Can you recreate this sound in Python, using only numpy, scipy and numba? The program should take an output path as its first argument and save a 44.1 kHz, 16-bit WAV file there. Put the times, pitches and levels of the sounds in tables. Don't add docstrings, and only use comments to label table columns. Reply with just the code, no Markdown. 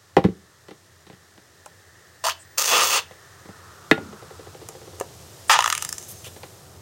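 import sys
import numpy as np
from scipy import signal
from scipy.fft import rfft, irfft, next_fast_len
from scipy.io import wavfile
from scipy.ndimage import map_coordinates
from numba import njit

SR = 44100
rng = np.random.default_rng(int(sys.argv[2]) if len(sys.argv) > 2 else 0)


def waveform_to_disk(signal):
    frames = np.transpose(np.atleast_2d(signal))
    scaled = np.clip(frames, -1, 1) * 32767
    samples = np.round(scaled).astype(np.int16)
    wavfile.write(sys.argv[1], SR, samples)


N = 300321

# (frequency [Hz], density [dB per Hz])
FIZZ_SPECTRUM = [(1060, -25.5), (1800, -7), (2320, -8.5), (3770, -5), (4640, -5.5), (5160, -4), (6890, -5),
                 (7400, -6), (9110, -8), (10100, -12.5), (13100, -13), (15500, -18)]
RUMBLE_SPECTRUM = [(20, -33), (45, -21), (65, -21.5), (85, 4), (120, -5.5), (170, -9), (250, -22),
                   (500, -56.5)]
AIR_SPECTRUM = [(120, -28.5), (250, -6.5), (380, 2), (520, -1.5), (700, -3), (1050, -8), (1600, -12.5),
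                (2400, -24.5), (5000, -29)]
# (frequency [Hz], half-width at about -6 dB [Hz], resting level [dB],
#  peak time [s], rise [s], fall [s], swell [dB])
FOAM_NOTES = [(1260, 280, -65.5, 4.03, 1.1, 0.75, 14), (1790, 190, -69.5, 3.12, 2.4, 1.0, 13)]
FIZZ_DB, FIZZ_SWELL = -60, (5.95, 3.5, 1.02, 10.1)
RUMBLE_DB, RUMBLE_SWELL = -60, (4.54, 1.42, 9.1, 10.8)
AIR_DB, AIR_SWELL = -62.5, (5.2, 2.6, 6, 11.25)
FINE_HZ, FINE_DB, FINE_SWELL = 8000, -1.5, (6.06, .9, 1.0, 6.7)
# (frequency [Hz], t60 [s])
ROOM_DECAY = [(150, 0.28), (350, 0.32), (1000, 0.2), (3000, 0.25), (10000, 0.17)]
TOP_HZ = 15850

# (time [s], body level [dB],
#  softness: loss in each higher register [dB], thump against the body [dB])
KNOCKS = [(0.165, -5, 10.5, -10), (0.18, -17, 20, 1), (0.239, -22, 6.5, 7.5), (0.247, -21.5, 10, 13),
          (0.283, -35, 11, 12), (0.682, -39, 3.5, -5), (0.707, -38, 5, -1.5), (1.065, -47, .8, -1),
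          (1.097, -41.5, 4.5, 0), (1.127, -50.5, 2, 7), (1.376, -49.5, 2, 1), (3.108, -39.5, 5, -8),
          (3.453, -45, 6, 3.5), (3.486, -39.5, 10, 4), (3.977, -27, 10.3, -5), (6.264, -40, 8, -16),
          (6.361, -40, 5, -9), (6.431, -35.5, 3, -7)]
# (time [s], reference level [dB],
#  then thump, body, clack and tick against it [dB])
LANDING = [(3.909, 2.25, -15, -14.5, -11, -19)]
# (frequency [Hz], level [dB], t60 [s])
TABLE_MODES = [(123, -3, .057), (183, -0.5, .067), (312, -3.5, 0.063), (369, 1, .07), (449, 2.5, .07),
               (521, -.5, .074), (610, -3.5, 0.046), (785, 3.5, .055), (860, -14, .022), (960, -22.5, .069),
               (1050, -5.5, .034), (1430, -9.5, .04), (1700, -4.5, 0.046), (1998, 3, .052),
               (2330, -18.5, .071), (3360, -44.5, .03)]
BOTTLE_MODES = [(157, -2.5, 0.13), (261, 5, 0.057), (335, 7, 0.065), (438, 2, 0.075), (653, 0, 0.052),
                (796, -3.5, 0.097), (1350, -13.5, 0.12), (1426, -18.5, 0.36), (1740, 3.5, 0.053),
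                (1900, 3, 0.033), (2015, 3, 0.037), (2545, -1, 0.034), (2730, -13, 0.078),
                (3470, -29, 0.076), (3730, -8, 0.025), (4190, -7, 0.018)]
# (low edge [Hz], high edge [Hz])
KNOCK_BANDS = [(80, 300), (300, 1100), (1100, 3000), (3000, 15000)]
PUSH_DB, PUSH_S = -27, .003

# (time [s], click level [dB], plop level [dB], plop delay [s], plop pitch [ratio])
SHAKES = [(1.659, -37.5, -17, 0.0021, 1.5), (4.687, -29.5, -26, 0.0023, 0.95),
          (4.999, -26.5, -2, .011, 1.017)]
# (frequency [Hz], level [dB], t60 [s])
PLOP_MODES = [(407, -18.5, 0.041), (531, -17.5, 0.034), (693, -24, 0.056), (946, -16.5, 0.013),
              (1220, -35, 0.025), (1670, -33, 0.036)]
# (gurgle [dB], rasp [dB], spray [dB])
CLICK_BALANCE = (-8, -9.5, 0.5)
# (gurgle [dB], rasp [dB], spray [dB])
SPLAT_BALANCE = (-25, -28, -34)

# (start [s], hold [s], gurgle level [dB], rasp level [dB], spray level [dB],
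#  sag [dB/s], further sag of gurgle and rasp [dB/s], pops [per s])
SQUEEZES = [(2.239, .072, -26.5, -25.5, -24.5, 9, 25, 377),
            (2.576, 0.4135, -34.5, -28.3, -22.5, 3.5, -2.5, 390),
            (5.495, 0.073, -12, -11.5, -22, 135, 17, 900), (5.575, .65, -34.5, -28, -40, 21.5, 49, 640)]
# (peak time [s], rise [s], fall [s], gain of the gurgle [dB])
LUMPS = [(2.272, .025, .016, 4), (2.742, .045, .135, 14), (2.95, .022, .045, 8.5)]
LUMP_RASP_SHARE = 0.73
LUMP_POPS_PER_DB = 0.3
# (low edge [Hz], high edge [Hz])
NOZZLE_BANDS = [(300, 1500), (1500, 4500), (4500, 16500)]
# (frequency [Hz], density [dB per Hz])
KETCHUP_SHORT_SPRAY = [(180, -80), (300, -33), (652, -5), (808, -11.5), (1050, -2), (1330, -10),
                       (1810, -10), (2140, -13), (3020, -5.5), (3750, -19.5), (4960, -21), (10800, -34.5),
                       (15500, -35)]
KETCHUP_SPRAY = [(88, -62), (150, 2.5), (296, -16), (490, -3), (695, -4), (1240, -1.5), (1570, -10.5),
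                 (2270, -10), (2650, -6.5), (4060, -10), (6350, -9.5), (11400, -21.5), (15500, -16)]
MUSTARD_SPRAY = [(180, -60), (300, -36.5), (696, -12.5), (922, -7), (1280, -6.5), (1560, -15),
                 (1840, -11.5), (2250, -16), (2930, -13), (4490, -22), (6360, -11.5), (8010, -16.5),
                 (15500, -21)]
# (frequency [Hz], width [Hz], lift [dB])
KETCHUP_CAP = [(930, 39, 7), (1030, 23, 4.5), (1220, 150, 4.5), (1890, 270, 4), (2660, 72, -4),
               (2664, 203, 7), (3015, 55, 6), (3220, 27, 1.5), (3420, 21, 9), (4340, 370, -4.5),
               (4250, 49, 3), (4430, 260, 6.5), (6330, 420, 5.5), (7530, 380, 5), (7720, 250, -3.5),
               (8800, 220, 9)]
MUSTARD_CAP = [(937, 38, 3.8), (1080, 23, 0.5), (1260, 96, 6), (1750, 240, 3.3), (2990, 220, 2.9),
               (5000, 340, 8.3), (6330, 1440, 6.9), (7530, 240, 10.5), (8000, 250, 1), (9100, 1900, 9.9)]
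# (full pitch [Hz], empty pitch [Hz], half-empty time [s], emptying time [s], lift [dB])
SHORT_POCKET = (650, 4300, 2.291, .009, 10)
LONG_POCKET = (1220, 1260, 8, 3, -20)
MUSTARD_POCKET = (893, 6260, 5.767, 0.06, 1.8)
ATTACK_S, RELEASE_DB_PER_S = 0.0012, 720
OPENING_DB, OPENING_S = 1, 0.0047
SPRAY_LEAD_S = .012

# (time [s], length [s], frequency [Hz], half-width at about -6 dB [Hz], level [dB])
VALVE_HISSES = [(2.384, 0.057, 8200, 900, -51), (5.477, 0.03, 8800, 1510, -39),
                (5.674, 0.038, 12300, 3010, -39), (6.076, .06, 11300, 4500, -40.5),
                (6.238, 0.052, 6940, 6950, -43), (6.233, 0.062, 3020, 600, -45)]

ROLL_START_S, ROLL_LENGTH_S, ROLL_HZ, ROLL_SINK_OCTAVES_PER_S, ROLL_DB = 3.95, .3, 394, 6.4, -40.5
ROCK_START_S, ROCK_GAP_S, ROCK_SHRINK, ROCK_LIMP = 4.128, .091, .954, .05
ROCK_DB, ROCK_FADE_DB = -27, 6.5

# (time [s], spray level [dB], extra gurgle of the sauce carried along [dB])
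SPITS = [(5.589, -20, 8), (5.605, -23, 0), (5.623, -25.5, -1), (5.641, -20.5, 0), (5.659, -21, 3),
         (5.676, -21.5, 1), (5.7, -18.5, -7), (5.725, -15.5, -2), (5.75, -20, -13), (5.777, -20.5, -11),
         (5.823, -18, 0.5), (5.848, -20, -0.5), (5.89, -21.5, 0), (5.926, -19, 0.5), (5.981, -24, -7),
         (6.026, -34, 0), (6.244, -37, 2)]
# (gurgle [dB], rasp [dB])
WET_SPIT_BALANCE = (8, 9.5)
DRY_SPIT_BALANCE = (-18, -11)


def amp(db):
    return 10 ** (np.asarray(db) / 20)


def unit(x):
    return x / np.sqrt(np.mean(x ** 2) + 1e-20)


def along(points, hz):
    f, v = np.transpose(points)
    return np.interp(np.log(hz + 1), np.log(f + 1), v)


def add(track, s, sound):
    part = track[max(round(s * SR), 0):][:len(sound)]
    part += sound[:len(part)]


def swell(t, peak_s, rise_s, fall_s, gain_db):
    side_s = np.where(t < peak_s, rise_s, fall_s)
    return gain_db * np.exp(-((t - peak_s) / side_s) ** 2)


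def wobble(size, per_s):
    knots = rng.standard_normal(int(size * per_s / SR) + 4)
    return map_coordinates(knots, [np.arange(size) * per_s / SR])


def coloured(x, gain_db):
    size = 2 * next_fast_len(len(x) // 2 + 4096)
    cepstrum = irfft(np.log(amp(gain_db(np.fft.rfftfreq(size, 1 / SR))) + 1e-6))
    cepstrum[1:size // 2] *= 2
    cepstrum[size // 2 + 1:] = 0
    return irfft(rfft(x, size) * np.exp(rfft(cepstrum)))[:len(x)]


def band(x, edges):
    return signal.sosfilt(signal.butter(3, edges, 'bandpass', fs=SR, output='sos'), x)


def resonant_noise(size, hz, width_hz):
    def resonance_db(f):
        return -20 * np.log10(1 + ((f - hz) / width_hz * 1.01) ** 2)
    return unit(coloured(rng.standard_normal(size), resonance_db))


@njit
def resonate(x, omega, sharpness):
    out = np.zeros(len(x))
    speed, place = 0.0, 0.0
    for i in range(len(x)):
        g = np.tan(omega[i] / 2)
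        v = (speed + g * (x[i] - place)) / (1 + g * (g + 1 / sharpness))
        speed, place = 2 * v - speed, place + 2 * g * v
        out[i] = v / sharpness
    return out


def balanced(x, bands, levels_db):
    parts = [band(x, edges) for edges in bands]
    head = round(.03 * SR)
    return sum(amp(db) * p / np.sqrt(np.mean(p[:head] ** 2)) for p, db in zip(parts, levels_db))


def soda_and_room(bubbles_per_s, spread_db, hiss_db):
    t = np.arange(N) / SR
    happens = rng.random(N) < bubbles_per_s / SR
    signs = rng.choice([-1, 1], N)
    sizes = amp(spread_db * np.minimum(rng.exponential(size=N), 5))
    bursts = unit(happens * signs * sizes)
    hiss = amp(hiss_db) * rng.standard_normal(N)
    fizz = unit(coloured(bursts + hiss, lambda f: along(FIZZ_SPECTRUM, f)))
    fine = signal.sosfiltfilt(signal.butter(2, FINE_HZ, 'highpass', fs=SR, output='sos'), fizz)
    fizz = fizz - fine + amp(FINE_DB + swell(t, *FINE_SWELL)) * fine
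    notes = sum(amp(db + swell(t, *shape)) * resonant_noise(N, hz, width_hz)
                for hz, width_hz, db, *shape in FOAM_NOTES)
    notes = notes * amp(0.89 * wobble(N, 5.2))
    rumble = unit(coloured(rng.standard_normal(N), lambda f: along(RUMBLE_SPECTRUM, f)))
    air = unit(coloured(rng.standard_normal(N), lambda f: along(AIR_SPECTRUM, f)))
    fizz = amp(FIZZ_DB + swell(t, *FIZZ_SWELL)) * fizz
    rumble = amp(RUMBLE_DB + swell(t, *RUMBLE_SWELL)) * rumble
    air = amp(AIR_DB + swell(t, *AIR_SWELL)) * air
    return fizz + notes + rumble + air


def blow(modes, levels_db, damping, rattle_db, rattle_t60):
    t = np.arange(SR // 3) / SR
    hz, db, t60 = np.transpose(modes)[:, :, None]
    strength_db, detune, phase = rng.standard_normal((3, len(modes), 1))
    decay = amp(db + 1.8 * strength_db - 60 * t * damping / t60)
    ring = np.sum(decay * np.sin(2 * np.pi * hz * (1 + .003 * detune) * t + np.pi * phase), axis=0)
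    ring = ring * (1 - np.exp(-t / 0.00064))
    crack = amp(11.5 - 60 * t / 0.003)
    rattle = amp(rattle_db - 60 * t / rattle_t60)
    clatter = rng.standard_normal(len(t)) * (crack + rattle)
    plastic = [(500, 5), (2000, 5), (3800, -4.5), (6000, -16.5), (12000, -27.5)]  # (Hz, dB)
    clatter = coloured(clatter, lambda f: along(plastic, f))
    return balanced(ring + clatter, KNOCK_BANDS, levels_db)


def knocks():
    out = np.zeros(N)
    for s, body_db, softness_db, thump_db in KNOCKS:
        levels_db = body_db + np.array([thump_db, 0, -softness_db, -2 * softness_db])
        knock = blow(TABLE_MODES, levels_db, damping=1.1, rattle_db=1.3, rattle_t60=0.096)
        add(out, s + .002, amp(-7) * knock)
    for s, level_db, *shares_db in LANDING:
        levels_db = np.add(level_db, shares_db)
        landing = blow(BOTTLE_MODES, levels_db, damping=1.08, rattle_db=-7.0, rattle_t60=0.073)
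        add(out, s + 0.0034, amp(-4.5) * landing)
        u = np.arange(SR // 10) / SR / PUSH_S
        add(out, s + 0.0034, amp(PUSH_DB) * u * (2 - u) * np.exp(-u))
    return out


def emptiness(t, pocket):
    half_s, emptying_s = pocket[2:4]
    return .5 + .5 * np.tanh((t - half_s) / (2 * emptying_s))


def nozzle(x, start, spray, cap, pocket):
    full_hz, empty_hz, *_, lift_db = pocket
    pocket_hz = full_hz * (empty_hz / full_hz) ** emptiness(start + np.arange(len(x)) / SR, pocket)
    x = x + amp(lift_db) * resonate(x, 2 * np.pi * pocket_hz / SR, 7.8)

    def colour_db(f):
        cavities_db = sum(db / (1 + (2 * (f - hz) / width) ** 2) for hz, width, db in cap)
        return along(spray, f) + cavities_db
    return coloured(x, colour_db)


def puff(s, levels_db):
    t = np.arange(SR // 25) / SR
    rise = t / .0014
    envelope = rise * np.exp(-rise ** 2 / 2) + amp(-25 - 60 * t / .04)
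    noise = envelope * rng.standard_normal(len(t))
    burst = nozzle(noise, s, MUSTARD_SPRAY, MUSTARD_CAP, MUSTARD_POCKET)
    return amp(-13) * balanced(burst, NOZZLE_BANDS, levels_db)


def shakes():
    out = np.zeros(N)
    t = np.arange(SR // 8) / SR
    for s, click_db, plop_db, delay_s, pitch in SHAKES:
        add(out, s, puff(s, np.add(click_db, CLICK_BALANCE)))
        ring = sum(amp(db - 60 * t / t60) * np.sin(2 * np.pi * (pitch * hz * t + rng.random()))
                   for hz, db, t60 in PLOP_MODES)
        add(out, s + delay_s, amp(plop_db) * ring * (1 - np.exp(-t / 0.00072)))
        add(out, s + delay_s, puff(s, np.add(plop_db, SPLAT_BALANCE)))
    return out


def sputter(squeeze, spray, cap, pocket, flutter_db, hiss_db, scatter_db):
    start, hold_s, gurgle_db, rasp_db, spray_db, sag, drying, pops_per_s = squeeze
    t = np.arange(0, hold_s + .1, 1 / SR)
    lump_db = sum(swell(start + t, *lump) for lump in LUMPS)
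    pressure = (1 - np.exp(-t / ATTACK_S)) * amp(OPENING_DB * np.exp(-t / OPENING_S) - sag * t)
    gurgle_db = gurgle_db + lump_db - drying * t
    rasp_db = rasp_db + LUMP_RASP_SHARE * lump_db - drying * t
    rate = pops_per_s * (1 + LUMP_POPS_PER_DB * lump_db)
    turns = np.cumsum(rng.gamma(2, 1 / 2, 1000))
    sizes = amp(scatter_db * np.clip(rng.standard_normal(len(turns)), -2, 1.4))
    sizes[0] = amp(scatter_db)
    at = np.searchsorted(np.cumsum(rate) / SR, turns - turns[0])
    pops = -np.bincount(at, sizes, len(t) + 1)[:len(t)] / np.sqrt(rate)
    hiss = amp(hiss_db) * rng.standard_normal(len(t))
    jet = nozzle(unit(pops) + hiss, start, spray, cap, pocket)
    mist = band(jet, (9500, 16500))
    jet = jet + mist * (amp(2.5 * wobble(len(t), 35)) - 1)
    out = np.zeros(N)
    levels_db = gurgle_db, rasp_db, spray_db
    stops_s = hold_s, hold_s, hold_s - SPRAY_LEAD_S
    for edges, db, stop_s in zip(NOZZLE_BANDS, levels_db, stops_s):
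        release = amp(-RELEASE_DB_PER_S * np.maximum(t - stop_s, 0))
        part = band(jet, edges) * amp(flutter_db * wobble(len(t), 60))
        part = part / np.std(part[t < hold_s])
        add(out, start, pressure * release * amp(db) * part)
    return out


def squeezes():
    short, long, blast, leak = SQUEEZES
    first = sputter(short, KETCHUP_SHORT_SPRAY, KETCHUP_CAP, SHORT_POCKET,
                    flutter_db=.8, hiss_db=-5, scatter_db=4)
    second = sputter(long, KETCHUP_SPRAY, KETCHUP_CAP, LONG_POCKET,
                     flutter_db=1.2, hiss_db=-5.5, scatter_db=3.8)
    third = sputter(blast, MUSTARD_SPRAY, MUSTARD_CAP, MUSTARD_POCKET,
                    flutter_db=1.7, hiss_db=0, scatter_db=-0.5)
    fourth = sputter(leak, MUSTARD_SPRAY, MUSTARD_CAP, MUSTARD_POCKET,
                     flutter_db=2, hiss_db=1, scatter_db=3.5)
    return first + second + third + fourth


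def valve_hisses():
    out = np.zeros(N)
    for s, length_s, hz, width_hz, db in VALVE_HISSES:
        size = round(length_s * SR)
        add(out, s, amp(db) * signal.windows.tukey(size, .5) * resonant_noise(size, hz, width_hz))
    return out


def rocking(count):
    out = np.zeros(N)
    t = np.arange(0, ROLL_LENGTH_S, 1 / SR)
    omega = 2 * np.pi * ROLL_HZ * 2 ** (-ROLL_SINK_OCTAVES_PER_S * t) / SR
    roll = resonate(rng.standard_normal(len(t)), omega, 1.7)
    roll = unit(resonate(roll, omega, 1.7))
    roll_db = ROLL_DB - 19.5 + swell(t, .105, .14, 0.14, gain_db=19.5)
    add(out, ROLL_START_S, amp(roll_db) * roll)
    s = ROCK_START_S
    for k in range(count):
        db = ROCK_DB - ROCK_FADE_DB * (k / (count - 1)) ** 5
        levels_db = db + np.array([-42, -14.5, -21.0, -26.5])
        add(out, s, blow(TABLE_MODES, levels_db, damping=0.73, rattle_db=0.0, rattle_t60=0.078))
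        s += ROCK_GAP_S * ROCK_SHRINK ** k * (1 + ROCK_LIMP * (-1) ** k)
    soft = [(300, -1), (430, -1), (780, -5.5), (1500, -6.5)]  # (Hz, dB)
    return coloured(out, lambda f: along(soft, f))


def spits():
    out = np.zeros(N)
    for s, db, sauce_db in SPITS:
        dryness = emptiness(s, MUSTARD_POCKET)
        balance = (1 - dryness) * np.array(WET_SPIT_BALANCE) + dryness * np.array(DRY_SPIT_BALANCE)
        gurgle_db, rasp_db = balance
        add(out, s, puff(s, [db + gurgle_db + sauce_db, db + rasp_db, db]))
    return out


def room(x, early_db, tail_db):
    hz, t, z = signal.stft(rng.standard_normal(SR // 2), SR, nperseg=256)
    decay = amp(-60 * t / along(ROOM_DECAY, hz)[:, None])
    tail = signal.istft(z * decay, SR, nperseg=256)[1]
    response = amp(tail_db) * tail / np.linalg.norm(tail)
    for delay_s, db in [(.0021, -10), (.0058, -0.5), (.0097, -7.5), (.0165, -3)]:
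        response[round(delay_s * SR)] += amp(early_db + db)
    return x + signal.fftconvolve(x, response)[:N]


def scene():
    table = room(knocks() + rocking(count=13), early_db=-17, tail_db=-16.0)
    bottles = room(squeezes() + spits() + shakes() + valve_hisses(), early_db=-17, tail_db=-13)
    soda = soda_and_room(bubbles_per_s=2200, spread_db=1.0, hiss_db=1.0)
    return (table + bottles + soda)[None]


def record(dry):
    limited = dry / (1 + np.abs(dry) ** 16) ** (1 / 16)
    return irfft(rfft(limited) * (np.fft.rfftfreq(N, 1 / SR) < TOP_HZ), N)


dry = scene()
out = record(dry)
waveform_to_disk(out)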